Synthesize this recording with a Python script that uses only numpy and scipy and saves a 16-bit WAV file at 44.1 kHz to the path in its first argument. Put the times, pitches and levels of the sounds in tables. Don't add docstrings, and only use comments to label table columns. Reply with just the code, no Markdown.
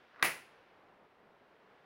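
import sys
import numpy as np
from scipy import signal
from scipy.fft import rfft, irfft
from scipy.io import wavfile
from scipy.ndimage import uniform_filter1d

SR = 44100
rng = np.random.default_rng(int(sys.argv[2]) if len(sys.argv) > 2 else 0)


def int16_out(signal):
    q = np.round(np.clip(np.atleast_2d(signal).T, -1, 1) * 32767)
    wavfile.write(sys.argv[1], SR, q.astype(np.int16))


N = 81585
IR_N = 32768
IR_S, IR_HZ = np.arange(IR_N) / SR, np.fft.rfftfreq(IR_N, 1 / SR)

# frequency in Hz, relative density in dB.
FAN_SPECTRUM = [(25, -17.5), (60, -13.5), (95, -11), (135, -7.5), (224, -4.5), (330, -3.5), (440, 0.6),
                (570, -2.5), (750, -2), (1000, -4), (1670, -7.5), (3180, -17), (5500, -30.5), (7500, -44.5),
                (15000, -57)]
# time in seconds, gain in dB.
FAN_TREBLE_DRIFT = [(0, 3), (.55, 4), (.8, -0.64), (1.1, -2.9), (1.3, -2.5), (1.55, -0.8), (1.8, 0.5)]
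# band centre in Hz, relative level in dB, T60 in seconds.
ROOM_BANDS = [(55, -33.5, .33), (130, -16, .38), (330, -11, .34), (700, -7.5, .32), (1200, -5, .285),
              (2000, 0.6, .315), (2600, -2, .345), (3300, -12, .335), (5000, -13.5, .34),
              (8270, -19.5, .335), (10340, -7, .29), (12300, -19.5, .29), (15500, -10.5, .245)]
# frequency in Hz, relative level in dB.
CRACK_SPECTRUM = [(40, -52), (110, -34.5), (250, -21), (600, -18), (1150, -3), (1750, 3.5), (2800, -9),
                  (3900, -7.5), (6200, -21), (8300, -42.5), (10100, -22), (12000, -37), (15500, -35)]
# frequency in Hz, relative level in dB, T60 in seconds.
PART_MODES = [(1170, -6.5, .022), (1560, -2, .022), (1950, 1.5, .033), (2480, -8.5, .025),
              (3700, -19, .012), (10150, -12, .012)]
# frequency in Hz, gain in dB.
SLIP_SPECTRUM = [(150, 8.5), (700, 10), (900, -4), (1250, 5), (1950, -12), (2600, -20.5), (5000, -18.5),
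                 (8000, -38.5), (15000, -50.5)]
# start in seconds, relative level in dB, tilt in dB per octave.
STRAIN_TICKS = [(0.1607, -38, -10.5), (0.1969, -32.5, -7), (0.2244, -30, -2.5)]
# frequency in Hz, relative level in dB, T60 in seconds.
PLATE_MODES = [(150, -16.5, .44), (335.5, -11.5, .265), (496.5, -11.5, .275), (649.5, -9.5, .255),
               (1016.5, -4.5, .185), (1203.5, -6.8, .185), (1547.5, -9, .205), (1581.5, -5, .205),
               (1956.5, 6, .235), (2004.5, 1.2, .235), (2127, -7, .255), (2325.5, 0, .255),
               (2703.5, -5, .255)]
# start in seconds, relative level in dB, tilt in dB per octave.
BOND_CRACKS = [(0.22635, -3, 1.1), (0.22685, -11.5, -0.6), (0.22795, -10, -2.6), (0.22882, -1.13, -2.5)]


def undb(db):
    return 10 ** (np.asarray(db) / 20)


def curve_db(spectrum, hz):
    knots_hz, knots_db = np.array(spectrum, float).T
    return np.interp(np.log(hz + 1), np.log(knots_hz), knots_db)


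def colour(x, spectrum):
    hz = np.fft.rfftfreq(len(x), 1 / SR)
    return irfft(rfft(x) * undb(curve_db(spectrum, hz)), len(x))


def convolve(x, response):
    return signal.fftconvolve(x, response)[:N]


def place(start_s, x):
    return np.concatenate([np.zeros(int(start_s * SR)), x, np.zeros(N)])[:N]


def decay(t60_s):
    return np.exp(-np.log(1000) * IR_S / t60_s)


def click(spectrum_db):
    cepstrum = irfft(np.log(undb(spectrum_db)))
    cepstrum[1:IR_N // 2] *= 2
    cepstrum[IR_N // 2:] = 0
    return irfft(np.exp(rfft(cepstrum)))


def wander(rate_hz):
    hold = int(SR / rate_hz)
    steps = np.repeat(rng.standard_normal(N // hold + 1), hold)
    smooth = uniform_filter1d(steps, hold)[:N]
    return smooth / smooth.std()


def ringing(modes):
    return sum(undb(db) * decay(t60_s) * np.cos(2 * np.pi * hz * IR_S) for hz, db, t60_s in modes)


def hiss(level_db=-91.5):
    return undb(level_db) * rng.standard_normal(N)


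def fan(t, level_db=-64, split_hz=1300, flicker_db=1.73):
    air = colour(rng.standard_normal(N), FAN_SPECTRUM)
    air /= air.std()
    low = signal.sosfiltfilt(signal.butter(2, split_hz, fs=SR, output="sos"), air)
    low_db = -flicker_db * wander(rate_hz=20)
    treble_db = np.interp(t, *np.array(FAN_TREBLE_DRIFT).T)
    return undb(level_db) * (low * undb(low_db) + (air - low) * undb(treble_db))


def room_response(gain_db=-16.5, bench_rel_db=-7.5, walls_s=.0155, build_s=.005):
    echoes_per_s, echo_fade_s = 1000, .052
    tail_rel_db, tail_t60_s, tail_top_hz = -28.5, .8, 7000
    chance = echoes_per_s / SR
    echoes = (rng.random(IR_N) < chance) * rng.choice([-1, 1], IR_N) / np.sqrt(chance)
    echo_share = .45 * np.exp(-IR_S / echo_fade_s)
    reflections = np.sqrt(echo_share) * echoes + np.sqrt(1 - echo_share) * rng.standard_normal(IR_N)
    band_hz, band_db, band_t60_s = np.array(ROOM_BANDS, float).T
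    log_hz, log_centres = np.log(IR_HZ + 1), np.log(band_hz)
    spectrum = rfft(reflections) * undb(np.interp(log_hz, log_centres, band_db))
    tail = irfft(spectrum / (1 + (IR_HZ / tail_top_hz) ** 2))
    response = undb(tail_rel_db) * tail * decay(tail_t60_s)
    for weights, t60_s in zip(np.eye(len(band_hz)), band_t60_s):
        band = irfft(spectrum * np.interp(log_hz, log_centres, weights))
        response += band * decay(t60_s)
    walls_in = .5 + .5 * np.tanh(2 * (IR_S - walls_s) / build_s)
    return response * undb(gain_db + bench_rel_db * (1 - walls_in))


def part_response(crack_db=10.5, ring_db=-29.5, delay_at_1khz_s=.00025):
    crack = click(crack_db + curve_db(CRACK_SPECTRUM, IR_HZ))
    ring = undb(ring_db) * ringing(PART_MODES)
    lag_rad = 4 * np.pi * delay_at_1khz_s * np.sqrt(1000 * IR_HZ)
    dispersed = irfft(rfft(crack + ring) * np.exp(-1j * lag_rad))
    return dispersed * (IR_S < IR_S[-1] / 2)


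def fracture(start_s, level_db, tilt_db_per_oct):
    octaves = np.log2(np.clip(IR_HZ, 1000, 8000) / 2000)
    return place(start_s, click(level_db + tilt_db_per_oct * octaves))


def creak(t, part, start_s=.13, end_s=.224, end_gain_db=-32.5, rise_db_per_s=131, slips_per_s=650):
    slips = (rng.random(N) < slips_per_s / SR) * rng.choice([-1, 1], N)
    strain = undb(end_gain_db - rise_db_per_s * np.abs(end_s - t)) * (t > start_s) * (t < end_s)
    ticks = sum(fracture(*row) for row in STRAIN_TICKS)
    return convolve(colour(slips * strain, SLIP_SPECTRUM) + ticks, part + room_response())


def plate_ring(freed_s=.229, gain_db=-35):
    return place(freed_s, undb(gain_db) * ringing(PLATE_MODES))


def snap(part, side_db=-17, bounce_decay_s=.0028):
    pushes = [fracture(*row) for row in BOND_CRACKS]
    mid = sum(convolve(push, part + room_response()) for push in pushes)
    bounces = colour(rng.standard_normal(IR_N), CRACK_SPECTRUM) * np.exp(-IR_S / bounce_decay_s)
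    side = undb(side_db) * convolve(sum(pushes), bounces)
    return np.array([mid + side, mid - side])


def scene():
    t = np.arange(N) / SR
    part = part_response()
    return creak(t, part) + snap(part) + plate_ring() + fan(t) + hiss()


def record(dry):
    cutoff_hz = 15800
    return signal.sosfilt(signal.ellip(10, .2, 70, cutoff_hz, fs=SR, output="sos"), dry)


dry = scene()
out = record(dry)
int16_out(out)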